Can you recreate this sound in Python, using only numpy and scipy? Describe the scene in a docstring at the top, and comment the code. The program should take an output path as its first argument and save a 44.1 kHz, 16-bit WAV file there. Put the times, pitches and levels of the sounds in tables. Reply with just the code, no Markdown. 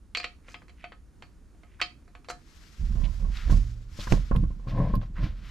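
"""First a socket and torque wrench are worked onto the nose of a crankshaft in a workshop:
steel clicks on steel, and the tool and engine block ring. After about two seconds a sleeve brushes
past the camera. Then a gloved hand takes hold of its mount and re-aims it, so the mount rumbles,
rubs and knocks right at the microphones. A low room tone lies under it all."""
import sys
import numpy as np
from scipy import signal
from scipy.fft import rfft, irfft, next_fast_len
from scipy.io import wavfile
from scipy.ndimage import uniform_filter1d

SR = 44100
rng = np.random.default_rng(int(sys.argv[2]) if len(sys.argv) > 2 else 0)


def store_pcm(level_fs):
    """Save levels as 16-bit WAV."""
    pcm = np.round(np.clip(level_fs, -1, 1) * 32767).astype(np.int16)
    wavfile.write(sys.argv[1], SR, np.atleast_2d(pcm).T)


N = 242902
T = np.arange(N) / SR

# The functions shift the levels below up or down. 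A fade time (t60) is the time to fall by 60 dB.
# steel hits steel: (time [s], middle [dB], low body [dB], bright edge [dB], crankshaft ring [dB])
CLICKS = [(0.1491, -22, -36, -42.5, -53), (0.1712, -24, -34.5, -38.5, -43), (0.1993, -31, -39.5, -49, -46),
          (0.242, -24.5, -33.5, -46, -43), (0.4827, -42, -46.5, -81, -63), (0.5428, -33.5, -41, -61, -51),
          (0.619, -54, -51, -76, -80), (0.6814, -53, -58, -68, -82), (0.6943, -49, -54.5, -68, -64),
          (0.841, -33, -41, -63.5, -39), (0.9202, -45.5, -42, -70, -67), (1.2226, -41, -44, -60.5, -61),
          (1.5473, -66, -68, -91, -67), (1.6329, -52.5, -52.5, -76, -60), (1.8145, -18.5, -28.5, -37, -46),
          (1.8212, -36, -37.5, -49, -40), (2.0782, -65, -55, -73, -63), (2.151, -43, -43.5, -67, -56.5),
          (2.245, -51, -54.5, -67.5, -76), (2.2862, -40.5, -36.5, -49, -47), (2.3, -32, -31.5, -49.5, -39)]
# ringing tones of wrench and block, crankshaft, and socket: (pitch [Hz], level [dB], fade time [s])
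STEEL_TONES = [(1125, -12, .16), (1265, -2, .14), (1744, -12, .2), (2056, -11, .16), (2168, -5, .12),
               (2307, -1, .1), (2400, -2, .12), (2546, -10, .2), (2605, -1, .16), (3133, -2, .16),
               (3210, -11, .2), (3628, -15, .17), (7111, -10, .05), (7569, -8, .05)]
CRANK_TONES = [(674, 3, 0.13), (712, 19, 0.18), (750, 3, .06)]
SOCKET_TONES = [(3900, -6, .12), (4050, 3, .15), (4337, -3, .19), (4480, -1, .18), (4720, -9, .14),
                (4768, -9, .15), (4968, -6, .16)]
# the burst of noise in a click: (frequency [Hz], level [dB])
CLICK_COLOUR = [(200, -13.5), (320, 3.5), (400, -5.5), (500, 5.5), (620, -3), (900, 0), (1300, 7),
                (1650, 3.5), (2400, 16), (3700, 2), (4600, 1), (5800, -6), (7600, -23.5), (9000, -28.5),
                (15000, -53.5)]
# the socket slides on its seat; the two short rows at 0.235 s and 1.803 s are weak clicks, sounded as brief
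# grainy bursts: (middle time [s], half length [s], level [dB], pitch [Hz])
SLIDES = [(.235, 0.013, -42, 2330), (.51, 0.08, -60, 5760), (0.499, 0.12, -60, 1900),
          (0.821, 0.093, -59.5, 2340), (1.719, 0.21, -70.5, 2230), (1.803, 0.016, -38.5, 1610),
          (2.307, 0.023, -42.5, 6100)]

# the hand pushes the mount:
# (time [s], rise [s], hold [s], sway [dB], shudder [dB], rubbing [dB], left minus right [dB])
PUSHES = [(2.775, 0.031, 0.13, -27, -40, -70.5, -5), (2.94, 0.048, 0.072, -30.5, -40.5, -60, -17.5),
          (3.14, 0.079, 0.078, -26.5, -45, -62, -5), (3.412, 0.084, 0.056, -18.5, -31, -53.5, -5.5),
          (4.088, 0.03, 0.0093, -23, -27, -45, -1), (4.299, 0.016, .11, -24, -27, -66, -2),
          (4.608, 0.18, 0.094, -28, -27.5, -40.5, 3), (4.917, 0.023, 0.021, -26.5, -23, -60, 1.5),
          (5.124, 0.088, 0.028, -27, -31.5, -50, -0.5)]
# the swaying mount, its shuddering arm and the rubbing glove: (frequency [Hz], level [dB])
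SWAY_COLOUR = [(15, -23.5), (28, -2), (38, 4.5), (55, -3.5), (80, -13.5), (130, -30.5), (400, -94)]
SHUDDER_COLOUR = [(50, -19.5), (90, -3), (112, 2), (140, -4.5), (210, -7.5), (260, -24.5), (310, -19.5),
                  (380, -36.5), (800, -76)]
RUB_COLOUR = [(70, -7.5), (125, 19), (220, 4.5), (300, 5), (380, -10), (560, -1), (680, -3.5), (850, -19.5),
              (1070, 0.5), (1300, -42), (1600, -20), (2300, -27.5), (4000, -60)]
# knocks on the mount: (time [s], thud [dB], casing [dB], left minus right [dB])
KNOCKS = [(2.955, -35, -53.5, 0), (3.247, -42, -49.5, -11.5), (3.497, -25, -38.5, 2),
          (3.524, -24, -51, -16), (3.989, -30.5, -42, 3), (4.071, -32, -40, 0.5),
          (4.122, -14.5, -27.5, -11), (4.312, -17, -31, -4.5), (4.35, -22.5, -37.5, 0.5),
          (4.437, -24, -49.5, -4), (4.505, -32.5, -54, 2.5), (4.596, -43, -56, 3.5),
          (4.671, -30.5, -46.5, 2), (4.938, -21, -31.5, 1.5), (5.014, -50.5, -49, 4), (5.03, -46, -47, 1),
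          (5.202, -32.5, -69, 7)]
# ringing tones of the mount, its arm and the camera casing: (pitch [Hz], level [dB], fade time [s])
MOUNT_TONES = [(37.7, 29, 0.4), (57.6, -17, 0.25)]
ARM_TONES = [(111, 14.5, 0.093), (155, 12, 0.063), (200.3, 7, 0.24), (283.3, -4, 0.34)]
CASING_TONES = [(420, -13.5, 0.082), (501, -12, 0.19), (566, -1, 0.053), (690, 21.5, 0.0068),
                (993, 1, 0.038), (1062, 1, 0.1), (1280, -18, .02), (1560, -5.5, 0.038)]
# plastic joints snap: (time [s], level [dB], pitch [Hz])
SNAPS = [(3.371, -38, 3350), (3.9913, -54, 2420), (4.0705, -42, 1380), (4.1223, -26.5, 2060),
         (4.1227, -34, 5300), (4.3615, -41, 2600), (4.3624, -54, 8500), (4.954, -49.5, 13500),
         (4.9535, -47.5, 3480), (5.013, -54, 2480)]

# strokes of sleeve and glove:
# (time [s], rise [s], hold [s], fade time [s], swish [dB], hiss [dB], swish left minus right [dB])
STROKES = [(2.2, 0.39, .5, 4.4, -64.5, -60.5, 20.5), (3.261, 0.12, 0.0084, 0.51, -45.5, -59.5, 4),
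           (3.49, 0.021, 0.017, 0.46, -53, -47.5, 5.5), (3.862, 0.16, 0.021, 0.47, -49, -48.5, 9.5),
           (4.053, 0.076, 0.016, 0.15, -45, -45.5, 12), (4.132, 0.081, 0.013, 1.11, -60, -62.5, 19),
           (4.663, 0.019, 0.032, 0.29, -50, -69.5, 1.5), (4.703, 0.073, 0.19, 0.084, -59.5, -75, 3.5),
           (4.999, .02, 0.015, 0.2, -57, -73, 4), (5.118, 0.13, 0.0084, 0.28, -44.5, -64, 5),
           (5.264, 0.3, .05, .5, -47.5, -60, 5)]
# the cloth's coarse swish and fine hiss: (frequency [Hz], level [dB])
SWISH_COLOUR = [(400, -18), (850, -7.5), (1300, 4.5), (2200, 2), (4200, -2.5), (5500, -9), (8000, -31.5)]
HISS_COLOUR = [(3000, -6.5), (5300, -0.5), (7200, -5), (9000, -14), (11000, -18.5), (12300, -17),
               (14000, -29), (15500, -64)]
# the glove scuffs the casing: (middle time [s], half length [s], level [dB], pitch [Hz])
SCUFFS = [(3.052, 0.034, -48, 2870), (3.52, 0.055, -48.5, 536), (4.01, 0.038, -42.5, 3620),
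          (4.078, 0.01, -40, 1320), (4.135, 0.027, -29, 290), (4.145, 0.036, -36.5, 470),
          (4.83, 0.03, -56, 1580), (4.97, 0.034, -35, 208), (5.18, 0.046, -46.5, 1580)]

# the building's murmur: (frequency [Hz], level [dB])
ROOM_COLOUR = [(15, -21), (30, 3), (62, 1), (110, -12.5), (180, -13), (300, -16), (450, -25.5),
               (750, -33.5), (1300, -32.5), (3200, -44), (7000, -43), (10500, -53), (15000, -59)]
# how the left microphone opening shapes the sound: (frequency [Hz], boost [dB])
PORT_COLOUR = [(20, -1), (7000, -1.5), (10500, 1), (12200, 5.5), (14000, 2)]


def wrench(clash_t60=0.059, crack_t60=0.01, rise_s=0.00033):
    """Each contact cracks, sets off the block's many tones and leaves crankshaft and socket ringing."""
    out, t = scrapes(SLIDES, grain_db=4.5), T[:SR // 3]
    fade = (undb(-60 * t / clash_t60) + undb(3 - 60 * t / crack_t60)) * (1 - np.exp(-t / rise_s))
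    for s, middle, body, edge, crank in CLICKS:
        clash = colour(noise(len(t), 0.268) * fade, CLICK_COLOUR)
        hit = clash + undb(-13) * ring(STEEL_TONES, t, scatter_db=1.5, detune=0.006)
        # where and how hard the parts meet sets the share of low, middle and high sound
        add(out, s, peak(band(hit, 200, 1615, order=3), body))
        add(out, s, peak(band(hit, 1740, 3710, order=3), middle - 2))
        add(out, s, peak(band(hit, 5700, 12900, order=4), edge))
        add(out, s, peak(ring(CRANK_TONES, t, scatter_db=-1.5, detune=0.005), crank))
        socket_db = edge + 8 + 0.19 * middle  # bright, loud clicks ring the socket most
        add(out, s, peak(ring(SOCKET_TONES, t, scatter_db=7.5, detune=0.001), socket_db))
        add(out, s, peak(band(clash, 4370, 4480), socket_db + 1))
    return out * pan(0.59)


def grip(close_s=0.045, sway_t60=0.47, shudder_t60=0.26, rub_t60=0.29):
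    """The hand shakes the mount, and the glove sticks and slips on the casing."""
    # once the fingers close, even the resting hand trembles a little
    held = np.clip((T - PUSHES[0][0]) / close_s, 0, 1) * pan(-0.81)
    sway, shudder, rub = (held * undb(db) for db in (-41.5, -56, -82.5))
    for s, rise, hold, sway_db, shudder_db, rub_db, side in PUSHES:
        sway = sway + pan(side) * undb(sway_db) * swell(s, rise, hold, sway_t60)
        shudder = shudder + pan(side) * undb(shudder_db) * swell(s, rise, hold, shudder_t60)
        rub = rub + pan(side) * undb(rub_db) * swell(s, rise, hold, rub_t60)
    # the noise is evened out, so the hand's force sets the size of the motion
    mount = steady(colour(noise(N, 0.044), SWAY_COLOUR), size=2400) * sway
    jerks = noise(N, 0.05) * undb(6.6 * wander(45))
    arm = steady(colour(jerks, SHUDDER_COLOUR), size=2400) * shudder * undb(2 * wander(20))
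    slips = noise(N, 0.04) * undb(2 * wander(110) + 3 * wander(1500))
    rubbing = colour(slips, RUB_COLOUR)
    rubbing = rubbing / band(rubbing, 400, 1200).std()
    casing_ring = ring(CASING_TONES, T[:SR // 4], scatter_db=1)
    casing = unit(signal.fftconvolve(slips, casing_ring[None], axes=1)[:, :N])  # every slip rings it
    return mount + arm + rub * (rubbing + undb(-6) * casing)


def knocks(rattle_t60=0.097, snap_t60=0.029, rise_s=0.0026, hum_hz=114, hum_t60=0.98):
    """A knock swings the mount, shakes its arm and rings the casing; the plastic joints snap."""
    out, t = np.zeros((2, N)), T[:SR // 3]
    for s, thud_db, casing_db, side in KNOCKS:
        rattle = unit(band(noise(len(t), 0.9), 300, 1300, order=3)) * undb(-1 - 60 * t / rattle_t60)
        # each microphone sits at its own place on the casing and feels the tones differently
        casing = np.array([ring(CASING_TONES, t, scatter_db=6.5, detune=0.026) for _ in range(2)])
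        arm = np.array([ring(ARM_TONES, t, scatter_db=-0.5, detune=0.051) for _ in range(2)])
        add(out, s, pan(side) * peak((casing + rattle) * (1 - np.exp(-t / rise_s)), casing_db + 2))
        add(out, s, pan(side * 0.99) * peak(-arm, thud_db - 1, size=400))
        add(out, s, pan(side / 2) * peak(-ring(MOUNT_TONES, t, scatter_db=-1), thud_db - 1, size=700))
    hum = undb(-25.5 - 60 * T / hum_t60) * np.sin(2 * np.pi * hum_hz * T)
    add(out, 3.52, pan(-2) * hum)  # lingers after the hardest swing
    for s, db, hz in SNAPS:
        burst = noise(len(t), 0.5) * undb(-60 * t / snap_t60)
        add(out, s, peak(band(burst, hz / np.sqrt(2), hz * np.sqrt(2), order=3), db))
    return out


def cloth(flutter_db=1.5, grain_db=1.0):
    """Countless fibres catch and let go as the sleeve slides by; the glove adds short scuffs."""
    swish, hiss = 0, 0
    for s, rise, hold, t60, swish_db, hiss_db, side in STROKES:
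        speed = swell(s, rise, hold, t60)
        swish = swish + speed * undb(swish_db - 2) * pan(side)
        hiss = hiss + speed * undb(hiss_db - 0.5)
    fibres = undb(flutter_db * wander(60) + grain_db * wander(2500))
    coarse = unit(colour(noise(N, 0.037) * fibres, SWISH_COLOUR)) * swish
    fine = unit(colour(noise(N, 0.45) * fibres, HISS_COLOUR)) * hiss * pan(3.1)
    return coarse + fine + scrapes(SCUFFS, grain_db=3.0)


def scrapes(table, grain_db):
    """Sliding surfaces stick and slip very fast, making short swells of grainy noise."""
    out = np.zeros((2, N))
    for s, half_length, db, hz in table:
        count = int(2 * half_length * SR)
        grains = noise(count, 0.117) * undb(grain_db * wander(900)[:count])
        scrape = band(grains, hz * 0.68, hz * 1.275)
        add(out, s - half_length, undb(db) * unit(scrape) * np.hanning(count) ** 2)
    return out


def workshop(x, echo_db=-11, low_t60=0.22, high_t60=0.23):
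    """Cluttered walls throw the sound back as a short wash of echoes."""
    t = T[:SR // 2]
    low = band(noise(len(t), 0.8), 200, 4500) * undb(-60 * t / low_t60)
    high = band(noise(len(t), 0.8), 4500, 12000) * undb(-60 * t / high_t60)
    tail = (low + high) * np.clip(t / 0.0053, 0, 1)
    tail = tail / np.sqrt(np.sum(tail ** 2) / 2)
    return x + undb(echo_db) * signal.fftconvolve(x, tail, axes=1)[:, :N]


def room_tone(murmur_db=-52, whine_db=-82, whine_hz=9440, whine_end_s=3.27):
    """The building murmurs steadily; a thin electric whine stops partway through."""
    air = noise(N, 0.33) + 0.2 * band(rng.standard_normal((2, N)), 2000, 17000)
    murmur = steady(colour(air, ROOM_COLOUR), size=12000) * undb(murmur_db) * pan(0.031)
    whine = np.sin(2 * np.pi * np.cumsum(whine_hz + 12 * wander(30)) / SR)
    whine_on = np.clip((whine_end_s - T) / 0.045, 0, 1)
    return murmur + undb(whine_db) * whine * whine_on * pan(-2)


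def ring(tones, t, scatter_db, detune=0):
    """A struck part's fading tones; each blow mixes them anew, and a changing load shifts their pitch."""
    chance = rng.standard_normal((len(tones), 2))
    return sum(undb(db + scatter_db * size - 60 * t / t60)
               * np.sin(2 * np.pi * hz * (1 + detune * shift) * t)
               for (hz, db, t60), (size, shift) in zip(tones, chance))


def swell(s, rise, hold, t60):
    """Strength of one movement: it builds from time s, holds and dies away."""
    return np.clip((T - s) / rise, 0, 1) ** 2 * undb(-60 * np.maximum(T - s - rise - hold, 0) / t60)


def noise(count, apart):
    """Left and right noise: the same when apart is 0, unrelated when it is 1."""
    mid, side = rng.standard_normal((2, count))
    return np.array([mid + apart * side, mid - apart * side])


def wander(rate):
    """A random curve of size about 1 that glides to a new value rate times a second."""
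    step = max(int(SR / rate), 1)
    stairs = np.repeat(rng.standard_normal(N // step + 1), step)
    return unit(uniform_filter1d(stairs, step)[:N])


def band(x, lo_hz, hi_hz, order=2):
    """Keep the sound between two frequencies."""
    sos = signal.butter(order, [lo_hz, min(hi_hz, SR / 2 - 1)], "band", fs=SR, output="sos")
    return signal.sosfilt(sos, x)


def colour(x, points):
    """Shape bass and treble along a curve of (frequency [Hz], level [dB]) points."""
    count = 2 * next_fast_len(x.shape[-1])
    hz, db = np.transpose(points)
    curve_db = np.interp(np.log(np.arange(count // 2 + 1) * SR / count + 1), np.log(hz), db)
    cepstrum = irfft(np.log(undb(curve_db)))
    # fold it so that the filter rings only after a sound, never before
    cepstrum[1:count // 2] *= 2
    cepstrum[count // 2 + 1:] = 0
    return irfft(rfft(x, count) * np.exp(rfft(cepstrum)))[..., :x.shape[-1]]


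def undb(db):
    """Turn decibels into a multiplier."""
    return 10 ** (np.asarray(db) / 20)


def unit(x):
    """Scale to an average size (rms) of 1."""
    return x / np.sqrt(np.mean(x ** 2))


def peak(x, db, size=128):
    """Scale so that the loudest stretch of size samples has this level."""
    power = np.mean(np.atleast_2d(x) ** 2, axis=0)
    return x * undb(db) / np.sqrt(uniform_filter1d(power, size).max())


def steady(x, size):
    """Hold the level even over stretches of size samples."""
    return x / np.sqrt(uniform_filter1d(np.mean(x ** 2, axis=0), size))


def pan(db):
    """Multipliers that make the left side db louder than the right."""
    return undb(np.reshape([db / 2, -db / 2], (2, -1)))


def add(out, s, x):
    """Mix x into out from time s."""
    i = max(int(s * SR), 0)
    out[:, i:i + x.shape[-1]] += x[..., :N - i]


def scene():
    """The tool in the room, and the handling right at the microphones."""
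    return workshop(wrench()) + grip() + knocks() + cloth() + room_tone()


def record(dry, top_hz=15000):
    """The left microphone opening rings in the treble, the right is duller; the very top is cut off."""
    left = colour(dry[0], PORT_COLOUR)
    right = colour(dry[1], [(hz, -0.4 * db) for hz, db in PORT_COLOUR])
    top_cut = signal.ellip(8, 0.2, 70, top_hz, fs=SR, output="sos")
    return signal.sosfilt(top_cut, np.array([left, right]))


dry = scene()
out = record(dry)
store_pcm(out)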